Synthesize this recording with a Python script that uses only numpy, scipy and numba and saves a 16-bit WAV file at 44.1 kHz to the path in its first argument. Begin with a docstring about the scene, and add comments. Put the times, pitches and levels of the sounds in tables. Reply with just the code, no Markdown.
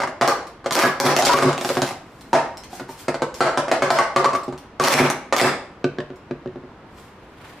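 """Plastic cups are raced up into pyramids and down into stacks on a table in a small, live room with a low, steady noise.
From the start each blow rings the modes of the cup wall, cracks at the rim and drums the table.
Nesting cups chatter by stick and slip, fingers tick, and hands brush the plastic with a grainy hiss.
Then soft palms slap the plastic case of a timer, and at last clothes rustle as shaped, fluttering noise.
A limiter holds the peaks down throughout."""
import sys
import numpy as np
from scipy import signal
from scipy.fft import rfft, irfft, next_fast_len
from scipy.io import wavfile
from scipy.ndimage import uniform_filter1d, minimum_filter1d
from numba import njit

SR = 44100
rng = np.random.default_rng(int(sys.argv[2]) if len(sys.argv) > 2 else 0)


def log_audio(samples):
    """Write samples as a 16-bit WAV file to the path given in sys.argv[1]."""
    # one column per channel
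    frames = np.atleast_2d(samples).T
    # limit to full scale, then quantise
    limited = np.clip(frames, -1, 1)
    pcm = np.round(limited * 32767).astype(np.int16)
    wavfile.write(sys.argv[1], SR, pcm)


N = 335146
PLACES = 4  # spots on the table, each with its own echoes
RING = np.arange(SR // 4) / SR  # time axis of one ring-out [s]

# A cup is set down on the table or on other cups: (time [s], strength [dB],
# push into the table over strength [dB], hollow note [Hz], hollow note over strength [dB])
LANDINGS = [(.002, -14.5, -9, 1225, -14.5), (.018, -16.5, -24, 883, -1), (0.034, -14, -6, 990, -3),
            (.074, -19.5, -1, 617, 1), (.212, -5, 0, 834, -1.5), (.221, -3, -5, 685, -0.5),
            (.281, -4, -31, 1187, -2.5), (0.643, -30, -2, 1150, -3), (.66, -14, -2, 530, -5.5),
            (0.78, -12, -3, 670, -5), (0.836, -4, 0, 1652, -3), (1.038, -12, 15, 753, 4),
            (1.19, -16, 1, 744, 10), (1.294, 1, -14, 968, 2), (1.34, 3, 3, 1130, 0),
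            (1.388, 3, -3, 1200, -5), (1.425, -2.5, 7, 670, -13), (1.647, -29.5, 16.5, 730, 8),
            (1.702, -18.5, 4, 551, 5), (1.77, -14, 9, 740, 0), (1.909, -25.5, 2, 771, 1.5),
            (2.331, -3.5, 3, 926, 4.5), (2.343, -10, -8, 786, 4), (2.351, -6, -10, 658, 1),
            (2.729, -32.5, 5, 748, 6.5), (2.797, -24, -10, 1463, -8), (2.89, -33, 12, 913, 7),
            (3.082, -12.5, 5, 512, -6), (3.143, -18.5, 3, 560, -1), (3.22, -12.5, 5, 508, -1),
            (3.406, 2, -1, 1333, -6), (3.424, -3.5, -3, 660, -3), (3.464, -18, 3, 635, 6),
            (3.574, -5, -1, 580, -4.5), (3.682, -19, 2, 660, -1), (3.715, -2, -11.5, 650, -5),
            (3.822, -1, -1, 568, -6.5), (3.904, 3, -4.5, 666, -2), (3.987, -2.5, -6.5, 1123, -2),
            (4.012, -21.5, -8, 1542, 9), (4.162, -1.5, 0.5, 1170, 0), (4.244, -7, -7, 1022, -2),
            (4.257, -11, 3.5, 1150, 7), (4.332, -17.5, 3, 1080, 4.5), (4.35, -15.5, -0.5, 1160, 5),
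            (4.48, -31, 20.5, 798, 4), (4.525, -29.5, 12, 870, -12), (4.799, 5, 3.5, 1160, 0),
            (4.811, -9, -26, 1075, 6.5), (5.325, -4.5, -15, 1220, -9)]
# Rim strikes rim as a pyramid is swept down: (time [s], strength [dB])
CLASHES = [(0.277, -15), (0.709, -21), (0.754, -12.5), (.766, -17), (1.001, 0.5), (1.054, -17),
           (1.165, -11.5), (1.224, -5), (1.268, -8), (1.53, -31.5), (1.579, -27.5), (1.612, -26),
           (1.648, -25), (1.691, -24.5), (1.753, -32), (1.819, -18), (4.839, -9), (4.85, -14),
           (4.885, -10.5), (4.941, -2), (5.101, -20), (5.365, -21.5), (5.414, -6)]
# Hands on the timer pads: (time [s], slap strength [dB], thump of the table [dB])
SLAPS = [(5.843, -13, -20), (5.985, -19, -27.5), (6.003, -21, -39), (6.103, -34.5, -37), (6.31, -24, -27),
         (6.459, -34.5, -30), (6.475, -36, -52), (6.558, -38, -35), (6.636, -48, -42)]
# Spectrum of a rim contact: (frequency [Hz], level [dB])
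RIM_SPECTRUM = [(500, 8.5), (1200, -23.5), (2000, 8), (3000, 3), (4000, 1), (5300, 1), (7500, -4.5),
                (10000, -12), (15000, -88)]
# Spectrum of a light, sharp tick: (frequency [Hz], level [dB])
TICK_SPECTRUM = [(1000, 5), (3000, 5.5), (5500, 7.5), (10000, -4), (15000, -14)]


def undb(db):
    """Decibels to amplitude ratio, by the logarithmic law of level."""
    return 10 ** (np.asarray(db) / 20)


def along(points, hz):
    """Interpolate (Hz, value) points linearly on a log-frequency axis."""
    f, value = np.transpose(points)
    return np.interp(np.log(hz + 1e-9), np.log(f), value)


def decay(t, t60):
    """Exponential decay: the level falls 60 dB in t60 seconds."""
    return np.exp(-np.log(1000) * t / t60)


def colour(x, points):
    """Minimum-phase filter with a (Hz, dB) shape: the folded cepstrum makes the response causal."""
    size = next_fast_len(x.shape[-1] + 2048, True) // 2 * 2
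    magnitude = undb(along(points, np.fft.rfftfreq(size, 1 / SR)))
    cepstrum = irfft(np.log(magnitude))
    cepstrum[1:size // 2] *= 2
    cepstrum[size // 2 + 1:] = 0
    response = np.exp(rfft(cepstrum))
    return irfft(rfft(x, size) * response)[..., :x.shape[-1]]


def high_pass(x, hz):
    """Radiation efficiency: small bodies radiate little below their lowest mode."""
    return signal.sosfilt(signal.butter(4, hz, "high", fs=SR, output="sos"), x)


def unit(x):
    """Normalise the energy of a ring-out: rms 1 over its first 10 ms."""
    return x / np.sqrt(np.mean(x[..., :SR // 100] ** 2, axis=-1, keepdims=True))


def add(track, s, sound):
    """Superpose a sound on a track from time s."""
    start = int(np.clip(s * SR, 0, N - 1))
    track[start:start + len(sound)] += sound[:N - start]


def ring(modes, detune=0, scatter_db=0):
    """Modal synthesis of one blow: on a cup, the spot struck shifts the strength and sign of each mode."""
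    hz, db, t60 = np.transpose(modes)[:, :, None]
    shift, strength, side = rng.standard_normal((3, len(modes), 1))
    sign = np.sign(side) if scatter_db else 1
    waves = np.sin(2 * np.pi * hz * (1 + detune * shift) * RING) * decay(RING, t60)
    return unit(np.sum(sign * undb(db + scatter_db * strength) * waves, axis=0))


def cracks(spectrum, t60, count):
    """High modal density: the crowded upper modes of thin plastic act as brief, decaying noise."""
    t = RING[:len(RING) // 4]
    bursts = rng.standard_normal((count, len(t))) * decay(t, t60)
    return unit(colour(bursts, spectrum))


def cup_walls():
    """Modes under two boundary conditions: free walls, and nested ones whose upper modes speak more."""
    # Modes of a cup wall: (frequency [Hz], level [dB], t60 [s])
    wall_modes = [(570, 3.5, 0.031), (672.5, -0.5, 0.05), (797, 4, 0.03), (934, 0, 0.024),
                  (1025.5, -7.5, 0.077), (1160, 6, 0.014), (1315, -1.5, 0.025), (1455, -3.5, 0.034),
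                  (1643, 0.5, 0.013), (1835, -6.5, 0.035), (2133, -4.5, 0.023), (2410, -22, 0.1)]
    # a cup inside another is gripped low down, which tilts its modes by 6 dB per octave
    gripped = [(hz, db + 6 * np.log2(hz / 1000), t60) for hz, db, t60 in wall_modes]
    free = np.array([ring(wall_modes, detune=.02, scatter_db=2.5) for _ in range(32)])
    nested = [ring(gripped, detune=.06, scatter_db=4) for _ in range(48)]
    return free, nested


def rebounds(wall, crack, gap_s, rattle_s, count=5):
    """Damped rebound: a cup hits and rocks on its rim, ever weaker, and the crack dies before the wall."""
    out, gaps = np.zeros(2 * len(RING)), gap_s * rng.uniform(.5, 1.5, count)
    delays = np.cumsum(gaps) - gaps[0]
    spots = rng.integers(len(wall), size=count)  # wall and crack hold one sound for each spot struck
    for delay, spot in zip(delays, spots):
        size = np.exp(-delay / rattle_s)
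        add(out, delay, size * wall[spot])
        add(out, delay, size ** 3.9 * crack[spot])
    return out


def landings(walls, wall_gain_db=-8, crack_gain_db=-17.5, snap_db=-11):
    """Impact excitation of cups set down: mostly wall, a little rim; one track for each place."""
    out = np.zeros((PLACES, N))
    rims = cracks(RIM_SPECTRUM, t60=0.051, count=len(walls))
    snaps = cracks(TICK_SPECTRUM, t60=0.036, count=len(walls))
    wall = undb(wall_gain_db) * walls
    crack = undb(crack_gain_db) * (rims + undb(snap_db) * snaps)
    for k, (s, db, *_) in enumerate(LANDINGS):
        add(out[k % PLACES], s, undb(db) * rebounds(wall, crack, gap_s=.008, rattle_s=0.0071))
    return out


def clashes(walls, wall_gain_db=-1, rim_gain_db=-5, snap_db=-2):
    """Hard contact excites high modes: rim on rim cracks brightly; one track for each place."""
    out = np.zeros((PLACES, N))
    rims = cracks(RIM_SPECTRUM, t60=0.0098, count=len(walls))
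    snaps = cracks(TICK_SPECTRUM, t60=0.0038, count=len(walls))
    wall = undb(wall_gain_db) * walls
    crack = undb(rim_gain_db) * (rims + undb(snap_db) * snaps)
    for k, (s, db) in enumerate(CLASHES):
        add(out[k % PLACES], s, undb(db) * rebounds(wall, crack, gap_s=.007, rattle_s=0.0059))
    return out


def slides(walls, rate=260, scatter_db=7.5, wall_gain_db=-15.0, scrape_gain_db=-11):
    """Stick-slip friction: uneven contacts scrape the rims first, and walls chatter as the stack closes."""
    # Cups slide down into a stack: (start [s], length [s], wall chatter [dB], rim scrape [dB])
    descents = [(0.748, 0.11, -13, -26.5), (1.029, 0.042, -5.5, -16.5), (1.246, 0.038, -26, -19),
                (1.3, 0.11, -28, -22), (1.82, 0.076, -28, -36), (4.797, 0.095, -15, -19),
                (4.888, 0.12, -5.5, -20), (5.372, 0.082, -6.5, -24)]
    # Spectrum of a scraping rim: (frequency [Hz], level [dB])
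    scrape_spectrum = [(500, -37), (1100, -27), (1800, 13.5), (3000, 9.5), (4000, 5.5), (5500, 6),
                       (7500, -1), (10000, -1.5), (15000, -12.5)]
    swell_db, dull_db = 13, 0.5  # over a slide the walls grow louder and the rims fade
    settle_s, stop_db_per_s = .08, 546  # contacts of a seated stack die out this fast
    out, rims = np.zeros((PLACES, N)), cracks(scrape_spectrum, t60=0.021, count=len(walls))
    for start, length, wall_db, scrape_db in descents:
        slips = np.arange(0, length + settle_s, 1 / rate)
        for at, (late, force, spot) in zip(slips, rng.random((256, 3))):
            at, spot = at + late / rate, int(spot * len(walls))
            way = min(at / length, 1)  # 0 at the start, 1 when seated
            track = out[spot % PLACES]
            force_db = scatter_db * np.sqrt(12) * (force - .5)  # uniform, with scatter_db as its deviation
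            size = undb(force_db - stop_db_per_s * max(at - length, 0))
            chatter = undb(wall_db + wall_gain_db - swell_db * (1 - way)) * walls[spot]
            scrape = undb(scrape_db + scrape_gain_db - dull_db * way) * rims[spot]
            add(track, start + at, size * chatter)
            add(track, start + at, size * scrape)
    return out


def hollows(t60=0.042, gain_db=-2.5, rise_s=0.0029):
    """Resonance of air and wall: each landing cup or stack sounds a short note set by its size and grip."""
    out = np.zeros(N)
    for s, db, _, ring_hz, ring_db in LANDINGS:
        note = ring([(ring_hz, 0, t60)]) * (1 - np.exp(-RING / rise_s))
        add(out, s, undb(db + ring_db + gain_db) * note)
    return out


def table(contact_s=0.00039, gain_db=0.5):
    """Plate modes driven by every blow: heavy stacks thump, single cups knock; no deep bass is radiated."""
    # Low modes of the tabletop: (frequency [Hz], level [dB], t60 [s])
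    thump_modes = [(145.2, 0.5, 0.19), (202.3, -13, 0.26), (262.1, 4, 0.087)]
    # Higher modes of the tabletop: (frequency [Hz], level [dB], t60 [s])
    knock_modes = [(297, 3.5, 0.029), (362.4, 7, .13), (435, -6, 0.098), (473, -4, 0.13), (561.6, -1, 0.11)]
    # A stack comes down on the table: (time [s], thump strength [dB])
    stacks = [(0.852, -21), (1.053, -15.5), (1.451, -12), (1.466, -22), (1.82, -22), (2.807, -33.5),
              (4.942, -14), (5, -9), (5.028, -16), (5.414, -20), (5.439, -15.5)]
    landing_thump_db, landing_knock_db = -19, -14.5  # against the push of a landing
    clash_thump_db, clash_knock_db = -15, -10  # against the strength of a clash
    stack_knock_db, palm_knock_db = 1, 3.5  # knock against thump
    pushes = [(s, db + share + landing_thump_db, db + share + landing_knock_db)
              for s, db, share, *_ in LANDINGS]
    pushes += [(s, db + clash_thump_db, db + clash_knock_db) for s, db in CLASHES]
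    pushes += [(s, db, db + stack_knock_db) for s, db in stacks]
    pushes += [(s, db, db + palm_knock_db) for s, _, db in SLAPS]
    out, press = np.zeros(N), 1 - np.exp(-RING / contact_s)
    for s, thump_db, knock_db in pushes:
        add(out, s, undb(thump_db) * press * ring(thump_modes, detune=0.028))
        add(out, s, undb(knock_db) * press * ring(knock_modes, detune=0.03))
    return undb(gain_db) * high_pass(high_pass(out, hz=118.5), hz=103)


def timer(case_gain_db=-6, smack_gain_db=-17, contact_s=0.0022):
    """Soft contact lengthens the onset: palms slap the modes of the timer's plastic case."""
    # Modes of the timer case: (frequency [Hz], level [dB], t60 [s])
    case_modes = [(498, -3, 0.057), (655, -3.5, 0.092), (865, -0.5, 0.016), (1150, -4, 0.037),
                  (1644, 3, 0.025)]
    # Spectrum of a palm smack: (frequency [Hz], level [dB])
    palm_spectrum = [(400, -19), (1300, 4), (4000, -2), (7000, -18), (14000, -46)]
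    out, smacks = np.zeros(N), cracks(palm_spectrum, t60=0.015, count=len(SLAPS))
    press = 1 - np.exp(-RING / contact_s)
    for (s, db, _), smack in zip(SLAPS, smacks):
        add(out, s, undb(db + case_gain_db) * press * ring(case_modes, detune=0.076))
        add(out, s, undb(db + smack_gain_db) * smack)
    return out


def ticks(gain_db=-7):
    """Brief contact has a broad spectrum: fingernails and rim edges are bright, with no body."""
    # Light ticks of fingers and rims: (time [s], strength [dB])
    touches = [(0.47, -41.5), (0.723, -17.5), (1.188, -17.5), (1.251, -5), (1.425, -17), (1.909, -36.5),
               (2.21, -41.5), (2.5717, -34.5), (2.6366, -37), (3.3425, -31.5), (3.912, -16.5), (4.352, -35),
               (4.4332, -40.5), (4.578, -40), (4.924, -18), (5.379, -25), (6.1584, -53.5)]
    out = np.zeros(N)
    for (s, db), tick in zip(touches, cracks(TICK_SPECTRUM, t60=0.015, count=len(touches))):
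        add(out, s, undb(db + gain_db) * tick)
    return out


def rubs(rate=900, grain_db=5, crest=0.38, gain_db=-6):
    """Friction noise of skin and cloth on plastic: a grainy hiss swells and fades with each stroke."""
    # Hands and sleeves brush over plastic: (start [s], length [s], strength [dB])
    strokes = [(1.556, 0.31, -33), (1.85, 0.84, -59), (2.688, .13, -40.5), (2.872, 0.093, -43.5),
               (2.952, 0.11, -40), (3.34, 0.073, -43), (6.897, 0.24, -55), (7.452, 0.079, -54)]
    # Spectrum of the brushing: (frequency [Hz], level [dB])
    rub_spectrum = [(500, -9), (1500, 4), (3000, 0), (5000, 1.5), (8000, -2), (15000, -13)]
    t, step = np.arange(N) / SR, int(SR / rate)
    pressure = np.zeros(N)
    for s, length, db in strokes:
        pressure += undb(db) * np.interp(t, [s, s + crest * length, s + length], [0, 1, 0])
    hiss = rng.standard_normal(N)
    grip = undb(grain_db * rng.standard_normal(N))[np.arange(N) // step]  # one random force per grain
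    hiss = colour(hiss * grip, rub_spectrum)
    return undb(gain_db) * pressure * hiss / np.std(hiss)


def diffuse(size):
    """Diffuse-field coherence: noise alike left and right in the bass, unrelated in the treble."""
    # Side over mid of the two channels: (frequency [Hz], level [dB])
    width = [(40, -24), (200, -22.5), (600, -16), (1300, -7.5), (2800, -4.5), (5000, 0.5), (14000, 0)]
    mid, side = rng.standard_normal((2, size))
    side = colour(side, width)
    return np.array([mid + side, mid - side])


def clothes(rate=60, flutter_db=3.5):
    """Modulated noise: soft fabric shifts with an uneven flutter, darker than skin on plastic."""
    # Clothes rustle as the player steps back: (time [s], level [dB])
    rustle = [(6.7, -81), (6.98, -54.5), (7.15, -59), (7.42, -52), (7.48, -45), (7.6, -49.5)]
    # Spectrum of the fabric: (frequency [Hz], level [dB])
    cloth_spectrum = [(200, -17), (600, 2), (1500, 2), (3000, -4), (6000, -19), (10000, -20), (15000, -27)]
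    s, db = np.transpose(rustle)
    folds = np.interp(np.arange(N) * rate / SR, np.arange(N), rng.standard_normal(N))
    noise = colour(diffuse(N), cloth_spectrum)
    level_db = np.interp(np.arange(N) / SR, s, db, left=-np.inf)  # silent before the first point
    return undb(level_db + flutter_db * folds) * noise / np.std(noise)


def room(x, wet_db, early_db=4, early_s=0.0067, first_s=.004):
    """Reverberation by convolution: strong early reflections, then a tail whose treble dies soonest."""
    # Reverberation time: (frequency [Hz], t60 [s])
    room_decay = [(150, 0.55), (700, 0.47), (2000, 0.47), (5000, 0.41), (14000, 0.22)]
    # Spectrum of the reverberation: (frequency [Hz], level [dB])
    room_colour = [(100, -4.5), (300, 1), (600, -1.5), (1200, -1.5), (3000, -2), (6000, -4.5), (15000, 4.5)]
    t = np.arange(SR * 3 // 4) / SR
    noise, hz = rfft(diffuse(len(t))), np.fft.rfftfreq(len(t), 1 / SR)
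    tail = 0
    for k, (_, t60) in enumerate(room_decay):
        band = along([(f, j == k) for j, (f, _) in enumerate(room_decay)], hz)  # bands cross-fade
        tail = tail + irfft(noise * band, len(t)) * decay(t, t60)
    tail = tail * (t > first_s) * (1 + undb(early_db) * np.exp(-t / early_s))
    tail = colour(tail / np.sqrt(np.sum(tail ** 2) / 2), room_colour)
    return x + undb(wet_db) * signal.fftconvolve(x[None], tail, axes=1)[:, :N]


def background(level_db=-44.5):
    """Stationary coloured noise: the low, steady noise of the room."""
    # Spectrum of the room noise: (frequency [Hz], level [dB])
    noise_spectrum = [(25, -7), (50, 6), (130, 5), (320, 5.5), (620, -1), (1000, -0.5), (2000, -10),
                      (3400, -19), (7000, -34), (10000, -41), (15000, -49)]
    noise = colour(diffuse(N), noise_spectrum)
    return undb(level_db) * noise / np.std(noise)


def scene():
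    """Superposition: cups, timer and table sound in one room, each place with its own echoes."""
    free, nested = cup_walls()
    places = high_pass(landings(free) + clashes(free) + slides(nested), hz=261)
    cups = sum(room(place, wet_db=2.5, early_db=7.5, early_s=0.01) for place in places)
    notes = room(hollows(), wet_db=1.0, early_db=0.5, early_s=0.054)
    tabletop = room(table(), wet_db=-4.5, early_db=8.5, early_s=0.014)  # close and large: mostly direct
    slaps = room(timer(), wet_db=-0.5, early_db=8, early_s=.011)
    fingers = room(ticks() + rubs(), wet_db=7.0, early_db=7, early_s=0.0051)
    return cups + notes + tabletop + slaps + fingers + clothes() + background()


@njit
def envelope(peak, release):
    """Peak detection: follows a peak at once and lets go exponentially."""
    out, held = np.empty(len(peak)), 0.
    for i in range(len(peak)):
        held = max(peak[i], held * release)
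        out[i] = held
    return out


def record(dry, ceiling_db=-5.0, release_s=0.038, top_hz=15200):
    """Peak limiting and band limiting: a limiter holds the peaks down, and the top is cut."""
    held = envelope(np.abs(dry).max(axis=0), np.exp(-1 / (release_s * SR)))
    gain = np.minimum(1, undb(ceiling_db) / held)
    gain = uniform_filter1d(minimum_filter1d(gain, size=45), size=45)  # ease into each peak over about 1 ms
    return signal.sosfilt(signal.ellip(8, .2, 70, top_hz, fs=SR, output="sos"), dry * gain)


dry = scene()
out = record(dry)
log_audio(out)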